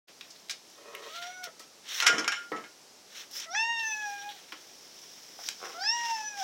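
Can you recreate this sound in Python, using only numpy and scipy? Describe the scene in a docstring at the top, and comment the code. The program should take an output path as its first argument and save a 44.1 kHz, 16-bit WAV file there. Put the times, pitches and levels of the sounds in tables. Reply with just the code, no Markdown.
"""A cat meowing in its carrier

A cat in a plastic carrier meows three times, close to a phone in a small quiet room. Its vocal folds
make the tone and its mouth shapes it; the first and last meows start as a rough trill. A hand works
the latch: the wire door knocks and rings, and the plastic ticks and thumps. Fur, paws and cloth rustle
over the room's hiss. The phone's microphone opening lifts everything near 5.6 kHz."""
import sys
import numpy as np
from scipy import signal
from scipy.fft import rfft, irfft
from scipy.io import wavfile
from scipy.ndimage import uniform_filter1d

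SR = 44100
rng = np.random.default_rng(int(sys.argv[2]) if len(sys.argv) > 2 else 0)


def put_to_file(sound):
    """Save the sound as 16-bit audio at rate SR, in the file named by the first command-line argument."""
    columns = np.atleast_2d(sound).T  # one column per channel
    safe = np.clip(columns, -1, 1)
    whole_steps = np.round(safe * 32767)
    wavfile.write(sys.argv[1], SR, whole_steps.astype(np.int16))


N = 283563

# How each meow moves, one table a meow. Levels in all tables are relative.
# time_s, pitch_hz, level_db, mouth_opening (0-1), front_resonance_hz, upper_harmonics_db
MEOW_CURVES = [
    [(1.085, 600, -61, 0.33, 5700, -90), (1.158, 684, -56, 0.31, 5700, -83),
     (1.278, 716, -48, 0.16, 5700, -57), (1.33, 735, -48.5, 0.28, 5800, -64),
     (1.39, 733, -45.5, 0.18, 6000, -57.5), (1.454, 719, -49.5, 0.27, 5900, -75),
     (1.5, 610, -65, 0, 5600, -90)],
    [(3.465, 640, -55.5, 0.7, 5600, -76), (3.512, 684, -51, 0.11, 5600, -49),
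     (3.564, 854, -35.5, 0.49, 5690, -34.5), (3.606, 903.7, -31, 1, 5600, -36.5),
     (3.692, 935, -34.5, 0.61, 6120, -43.5), (3.804, 911, -38, 0.67, 5730, -43.5),
     (3.87, 879, -40, 0.61, 6150, -48.5), (3.94, 857, -38, 0.67, 6100, -48),
     (4.01, 841.5, -42.5, 0.52, 6040, -52), (4.088, 819, -45, 0.16, 5850, -56.5),
     (4.14, 813.5, -46, 0.32, 5730, -60), (4.2, 808, -47.5, .3, 5800, -63), (4.29, 828, -50, 0, 5700, -63),
     (4.36, 800, -73, 0.1, 5700, -90)],
    [(5.75, 660, -57, 0.17, 4600, -70), (5.795, 715, -46, 0, 4620, -47),
     (5.845, 820, -43.5, 0.16, 5080, -29.5), (5.88, 886, -37, 0.7, 5360, -36),
     (5.945, 950, -41.5, 0.37, 5670, -39.5), (5.99, 944, -41, .5, 5730, -41),
     (6.04, 940.3, -41.5, 0.42, 6000, -59), (6.131, 906, -41.5, 0.06, 5480, -46),
     (6.221, 857, -45, 0, 5670, -48), (6.31, 838, -50, 0.71, 6220, -48.5),
     (6.379, 812, -49.5, 0.21, 5700, -59), (6.43, 746, -48.5, 0, 5500, -47)],
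]
# The resonance of the roof of the mouth, one value a meow: level_db
PALATE_LEVELS = [-12, -5, -15]
# Pitches where the carrier's walls cancel the voice: pitch_hz, width_hz, depth (0-1)
WALL_DIPS = [(733, 22, .8), (848, 14, .65), (925, 12, .55)]
# Creaky trills: start_s, length_s, first_db, last_db, first_pulse_hz, last_pulse_hz, upper_db
TRILL_EVENTS = [(.79, 0.28, -54.5, -51, 99.9, 131.1, 3), (5.63, .13, -43, -51, 115.1, 168, 3.2)]
# Throat resonances with the mouth closed: centre_hz, width_hz, level_db
THROAT_CLOSED = [(440, 100, 0), (575, 90, -2), (1070, 170, -8), (1250, 100, -8), (1850, 110, -11),
                 (2500, 110, -15)]
# Throat resonances as the mouth opens: centre_hz, width_hz, level_db
THROAT_OPENING = [(500, 300, 0), (750, 300, 0), (1050, 400, -3), (1300, 300, -6), (1900, 500, -14)]
# Brief flares near 1.7 kHz, placed where a meow's rising second harmonic crosses a resonance:
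# start_s, peak_db, centre_hz, width_hz, decay_s, treble_db
RESONANCE_FLARES = [(3.548, -25, 1730, 450, 0.043, -58), (5.836, -31, 1750, 450, 0.049, -45)]
# Blows on the door, whose ring the hand damps: start_s, level_db, contact_ms, bright_db, ring_db
DOOR_KNOCKS = [(2.008, -16.5, 21, -8, -26), (2.024, -10.5, 15, -10, -20), (2.062, -12, 10, -13, -23),
               (2.066, -3, 14, -4, -19.5), (2.076, -6.5, 8.6, -10, -16.5), (2.093, -19, 60, -12, -8),
               (2.13, -18, 80, -9, -30), (2.182, -17, 9.3, -6.5, -21), (2.193, -24, 8.5, 1, -26),
               (2.244, -19.5, 6.6, -26, -14.5), (2.278, -11.5, 6.8, -5, -15), (2.32, -14, 10.4, -13, -15),
               (2.336, -22.5, 57, -17, -13), (2.562, -28.5, 20, -17, -23), (2.639, -31, 15, -19, -19)]
# The ringing tones of the door's wires: pitch_hz, level_db, decay_s
WIRE_TONES = [(1416, 0, .4), (1631, -3, .09), (1793, -3, .1), (2170, -8, .13), (2331, -10, .15),
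              (2907, -9, .1), (3058, -9, .1), (5300, -10, .07), (5600, -5, .05), (7100, -8, .05)]
# Blows on the plastic shell: start_s, level_db, contact_ms
SHELL_BLOWS = [(1.47, -49, 12), (1.6, -51.5, 8.7), (2.091, -31, 29), (2.129, -30, 41), (2.18, -32, 52),
               (2.518, -30.5, 17), (2.545, -37, 59), (4.523, -48.5, 8.8)]
# The ringing tones of the shell: pitch_hz, level_db, decay_s
SHELL_TONES = [(283, 8, 0.0077), (465, 3, 0.019), (670, -0.5, 0.008), (910, -31, 0.019), (1317, 5.5, 0.1),
               (1975, 20.5, 0.011)]
# Ticks of plastic, claws and latch: start_s, peak_db, centre_hz, width_hz, decay_s, treble_db
SMALL_TICKS = [(.082, -43.5, 2400, 3000, 0.056, -18), (.21, -31.5, 2700, 2600, 0.03, -23),
               (.305, -42.5, 5440, 4000, 0.11, -17), (.361, -45.5, 3750, 2000, 0.028, -20),
               (.487, -39, 3500, 4000, 0.017, -13), (.496, -25, 3150, 4900, 0.11, -20),
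               (.509, -28.5, 4320, 6000, 0.044, -27), (.7, -47, 5470, 5000, .04, -3),
               (.95, -26.5, 2140, 1300, 0.018, -21), (1.064, -39, 3200, 3000, .008, -20),
               (1.44, -27.5, 3800, 5030, 0.04, -4), (1.595, -36, 3500, 8900, 0.13, -10),
               (1.889, -34, 4650, 6000, 0.027, -18), (2.002, -14, 2730, 2420, 0.014, -23.5),
               (2.03, -30, 700, 905, 0.29, -40), (2.518, -37.5, 2500, 2900, 0.08, -19),
               (3.312, -40, 5600, 4000, 0.055, 3), (3.401, -28, 5600, 5000, 0.016, -10),
               (3.795, -32.5, 3440, 1500, .05, -23), (4.29, -34, 3440, 1210, 0.19, -25),
               (4.522, -30.5, 1980, 2870, 0.064, -22), (5.39, -36.5, 885, 1000, 0.036, -25),
               (5.463, -32, 5340, 2000, 0.057, -20), (5.4877, -16.5, 2310, 6300, 0.0013, -17),
               (5.489, -14, 3970, 9150, 0.00086, -11), (5.653, -31, 1430, 2500, .03, -29)]
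# Strokes of fur, paws and cloth: peak_s, rise_s, fall_s, level_db, upper_db, treble_db
RUB_STROKES = [(.3, .08, 0.17, -64, -3.5, -3), (.72, 0.072, 0.23, -63, -7, -8),
               (1.17, 0.17, 0.15, -46.5, -15, -12), (1.44, 0.0078, 0.032, -44.5, -6.5, -14),
               (1.64, 0.037, 0.014, -61, -5, -16), (1.9, 0.036, 0.039, -40, -13, -16),
               (1.986, 0.063, 0.036, -37, -6, -6.5), (3.191, 0.068, 0.056, -46, -7.5, -9),
               (3.371, .04, 0.031, -46.5, 3, 2), (3.41, 0.036, 0.038, -42.5, -4.5, -14),
               (3.83, 0.027, 0.25, -54.5, -0.5, -3), (4.1, 0.066, .07, -57, -3, -6.5),
               (4.3, 0.15, 0.12, -54, -14, -7), (4.55, 0.086, 0.19, -64.5, -9, -8),
               (5.2, 0.7, 0.9, -59, 1, -2.5), (5.475, 0.072, 0.041, -52.5, 3.5, -1),
               (5.67, 0.079, 0.16, -55.5, -1.5, -8), (6.06, .09, 0.18, -47, 1, -9.5),
               (6.43, 0.058, .05, -44.5, 0.5, -6)]
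# Resonances of the rubbed surfaces: centre_hz, width_hz, level_db
RUB_BANDS = [(2160, 2370, 11), (3214, 1600, 10), (560, 190, 1.5)]
# The tone colour of the background hiss: frequency_hz, level_db
HISS_SHAPE = [(30, -11.5), (80, -17.5), (160, -8.5), (350, -4.5), (700, -6.5), (1500, -13), (3000, -13),
              (5500, -12), (8500, -18.5), (16000, -26.5)]


def meows():
    """The vocal folds make harmonics (multiples of the pitch), and the mouth boosts some of them."""
    hz, db, opening, front_hz, upper_db = curves([row for meow in MEOW_CURVES for row in meow])[1]
    gates = [curves(meow)[0] for meow in MEOW_CURVES]
    rough = fold_roughness()  # shakes the pitch and chops the level
    shaky_hz = hz * (1 + .00204 * wander(30) + .09 * rough * wander(110))
    phase = 2 * np.pi * np.cumsum(shaky_hz) / SR
    flutter = gain(3.3 * rough * (wander(90) + 2))
    mouth_hz = 700 + 2280 * opening  # the lowest resonance rises as the jaw drops
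    palate = sum(gain(level) * gate for level, gate in zip(PALATE_LEVELS, gates))
    voice = 0
    for k in range(1, 10):
        harmonic_hz = k * hz
        if k < 4:
            mouth = gain(12) * hump(harmonic_hz, mouth_hz, width_hz=910)
            throat = gain(6.5) * hump(harmonic_hz, 2720, width_hz=480)
            strength = gain(db - 5 * k + 2 * wander(25)) * (1 + mouth + throat)
        else:
            front = hump(harmonic_hz, front_hz, width_hz=500) + gain(-23 - 4.6 * abs(k - 7.5))
            strength = gain(upper_db) * (front + palate * hump(harmonic_hz, 3600, width_hz=600))
            strength *= gain(3 * wander(35))  # echoes in the carrier make it come and go
            strength *= np.clip(1 - 3 * rough, 0, 1)
        if k == 1:  # an open mouth and the carrier's walls weaken the lowest harmonic
            dips = [1 - depth * hump(hz, centre, width) for centre, width, depth in WALL_DIPS]
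            strength *= gain(-2 * opening) * np.prod(dips, axis=0)
        voice += strength * np.sin(k * phase)
    return np.sqrt(2) * sum(gates) * flutter * voice


def fold_roughness(settle_s=.05, break_s=.025):
    """The vocal folds flutter most as a meow starts and as it breaks off."""
    t, rough = np.arange(N) / SR, .025
    for meow in MEOW_CURVES:
        start_s, end_s = meow[0][0], meow[-1][0]
        rough += .5 * np.exp(-abs(t - start_s) / settle_s) + .45 * np.exp(-abs(t - end_s) / break_s)
    return rough


def trill(event, throat):
    """Slow, uneven pulses of the vocal folds speed up and ring the throat, each with a puff of air."""
    start_s, length_s, first_db, last_db, first_hz, last_hz, upper_db = event
    ends = [(start_s, first_db, first_hz), (start_s + length_s, last_db, last_hz)]
    gate, (db, pulse_hz) = curves(ends, edge_s=.035)
    cycles = np.cumsum(pulse_hz * (1 + .18 * wander(60))) / SR
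    pulses = np.diff(np.floor(cycles), prepend=0) * gain(3.5 * wander(80))
    puffs = .06 * rng.standard_normal(N) * np.exp(-(cycles % 1) / .3)
    bands = [gain(level) * steep_band(pulses + puffs, hz, width) for hz, width, level in throat]
    low, upper = sum(bands[:2]), sum(bands[2:])
    return gate * gain(db) * (low + gain(upper_db) * upper) / np.sqrt(np.mean(low ** 2))


def door_knocks():
    """Each blow rattles and cracks. It lands on other wires each time, so the ring varies a little."""
    out = np.zeros(N)
    for start_s, db, contact_ms, bright_db, ring_db in DOOR_KNOCKS:
        push = np.pad(contact(contact_ms), (0, SR // 2))
        strike = .7 * push + .6 * signal.unit_impulse(len(push))
        body = steep_band(push, 1930, 1780) + gain(-14) * steep_band(push, 2980, 890)
        bright = steep_band(push, 5330, 2300) + gain(-20.5) * steep_band(push, 8400, 3600)
        crack = body + gain(bright_db) * bright
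        wires = [(hz * (1 + .006 * rng.normal()), level + 2 * rng.normal(), decay_s)
                 for hz, level, decay_s in WIRE_TONES]
        ringing = ring(steep_band(strike, 2650, 9600), wires)
        add(out, start_s, gain(db) * (gain(ring_db) * ringing + gain(23) * crack))
    return out


def shell_thumps():
    """Dull blows on the plastic shell give a broad clunk and a short ring."""
    blows = np.zeros(N)
    for start_s, db, contact_ms in SHELL_BLOWS:
        add(blows, start_s, gain(db) * contact(contact_ms))
    clunk = steep_band(steep_band(blows, 520, 1300), 600, 2500)
    return ring(clunk, SHELL_TONES) + gain(31.5) * clunk


def ticks(table):
    """Each tick is a sharp click with a short, noisy tail."""
    out, t = np.zeros(N), np.arange(SR // 6) / SR
    for start_s, db, hz, width_hz, decay_s, treble_db in table:
        burst = 3.05 * (t == 0) + rng.standard_normal(len(t)) * gain(-60 * t / decay_s)
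        tick = steep_band(burst, hz, width_hz) + gain(treble_db) * steep_band(burst, 8800, 16000)
        add(out, start_s, gain(db) * tick / np.max(np.abs(tick)))
    return out


def rustle():
    """Rubbing fur, paws and cloth make tiny, uneven grains of noise. Each stroke swells and fades."""
    grains = rng.standard_normal(N) * gain(1.6 * rng.exponential(size=N) + 1.35 * wander(150))
    body = normalize(sum(gain(db + 2.3 * wander(60)) * steep_band(grains, hz, width)
                         for hz, width, db in RUB_BANDS))
    upper = normalize(steep_band(grains, 5290, 1270))
    treble = normalize(steep_band(grains, 22000, 10000))
    out, t = 0, np.arange(N) / SR
    for peak_s, rise_s, fall_s, db, upper_db, treble_db in RUB_STROKES:
        swell = np.exp(-((t - peak_s) / np.where(t < peak_s, rise_s, fall_s)) ** 2)
        out += swell * gain(db) * (body + gain(upper_db) * upper + gain(treble_db) * treble)
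    return out


def room(x, echo_db, decay_s=.21):
    """A small furnished room adds a dense tail of echoes that loses its treble first."""
    t = np.arange(SR // 2) / SR
    noise = rng.standard_normal(len(t)) * (t > .004)
    tail = band(noise, 580, 5600) * gain(-60 * t / decay_s)
    tail += .5 * noise * gain(-60 * t / (.22 * decay_s))
    return x + gain(echo_db) * signal.fftconvolve(x, tail / np.sqrt(np.sum(tail ** 2)))[:N]


def hiss():
    """Room and microphone noise, in half-octave bands that waver a little."""
    hz = np.maximum(np.arange(N // 2 + 1) * SR / N, 1)
    shape_hz, shape_db = np.transpose(HISS_SHAPE)
    spectrum = rfft(rng.standard_normal(N)) * gain(np.interp(np.log(hz), np.log(shape_hz), shape_db))
    half_octaves = 2 * np.log2(hz / 20)
    swell, out = wander(.27), 0
    for k in range(22):
        noise = irfft(spectrum * np.clip(1 - abs(half_octaves - k), 0, 1), N)
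        out += gain(.5 * swell + .24 * wander(3.58)) * noise
    return gain(-57) * normalize(out)


def contact(length_ms):
    """Two things rattle against each other: a fading burst of noise with an energy of 1."""
    t = np.arange(SR // 8) / SR
    push = rng.standard_normal(len(t)) * np.exp(-(t / (length_ms / 1000)) ** 1.06)
    return push / np.sqrt(np.sum(push ** 2))


def ring(x, tones):
    """Tones set ringing by x; each fades by 60 dB in its decay_s."""
    out = 0
    for hz, db, decay_s in tones:
        pole = np.exp(2j * np.pi * hz / SR - np.log(1000) / (decay_s * SR))
        out += gain(db) * signal.lfilter([1], [1, -pole], x).imag
    return out


def hump(hz, centre_hz, width_hz):
    """How strongly a resonance answers at hz: 1 at its centre, less to each side."""
    return 1 / (1 + (2 * (hz - centre_hz) / width_hz) ** 2)


def band(x, hz, width_hz):
    """A resonance: keeps the part of x near hz."""
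    return signal.lfilter(*signal.iirpeak(hz, hz / width_hz, fs=SR), x)


def steep_band(x, hz, width_hz):
    """The same resonance twice, for steeper sides."""
    return band(band(x, hz, width_hz), hz, width_hz)


def wander(rate_hz):
    """A smooth random curve with a typical size of 1."""
    hold = int(SR / rate_hz)
    steps = np.repeat(rng.standard_normal(N // hold + 1), hold)
    return normalize(uniform_filter1d(uniform_filter1d(steps, hold), hold)[:N])


def curves(table, edge_s=.012):
    """A gate (1 during the table's time span, fading to 0 outside) and a curve for each column."""
    t = np.arange(N) / SR
    times, *columns = np.transpose(table)
    gate = np.interp(t, [times[0] - edge_s, times[0], times[-1], times[-1] + edge_s], [0, 1, 1, 0])
    return gate, [np.interp(t, times, column) for column in columns]


def add(out, start_s, x):
    """Mixes x into out, beginning at start_s."""
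    i = int(start_s * SR)
    out[i:i + len(x)] += x[:N - i]


def gain(db):
    """Turns decibels into a multiplier."""
    return 10 ** (np.asarray(db) / 20)


def normalize(x):
    """Scales x to a typical size (rms) of 1."""
    return x / np.sqrt(np.mean(x ** 2))


def scene():
    """The cat and its carrier in the room, over rustle and hiss."""
    cat = meows() + trill(TRILL_EVENTS[0], THROAT_CLOSED) + trill(TRILL_EVENTS[1], THROAT_OPENING)
    cat = room(cat + ticks(RESONANCE_FLARES), echo_db=-12)  # less echo: it is near and faces the phone
    carrier = room(door_knocks() + shell_thumps() + ticks(SMALL_TICKS), echo_db=-9)
    return (cat + carrier + rustle() + hiss())[None]


def record(dry):
    """The microphone opening resonates, and the phone cuts the bass and the highest treble."""
    x = dry + gain(-.5) * band(dry, 5600, width_hz=1870)
    x = signal.sosfilt(signal.butter(1, 120, "high", fs=SR, output="sos"), x)
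    x *= np.clip((np.arange(N) / SR - .072) / .022, 0, 1)  # a moment of silence, then a quick fade-in
    return signal.sosfilt(signal.ellip(10, .2, 80, 15900, fs=SR, output="sos"), x)


dry = scene()
out = record(dry)
put_to_file(out)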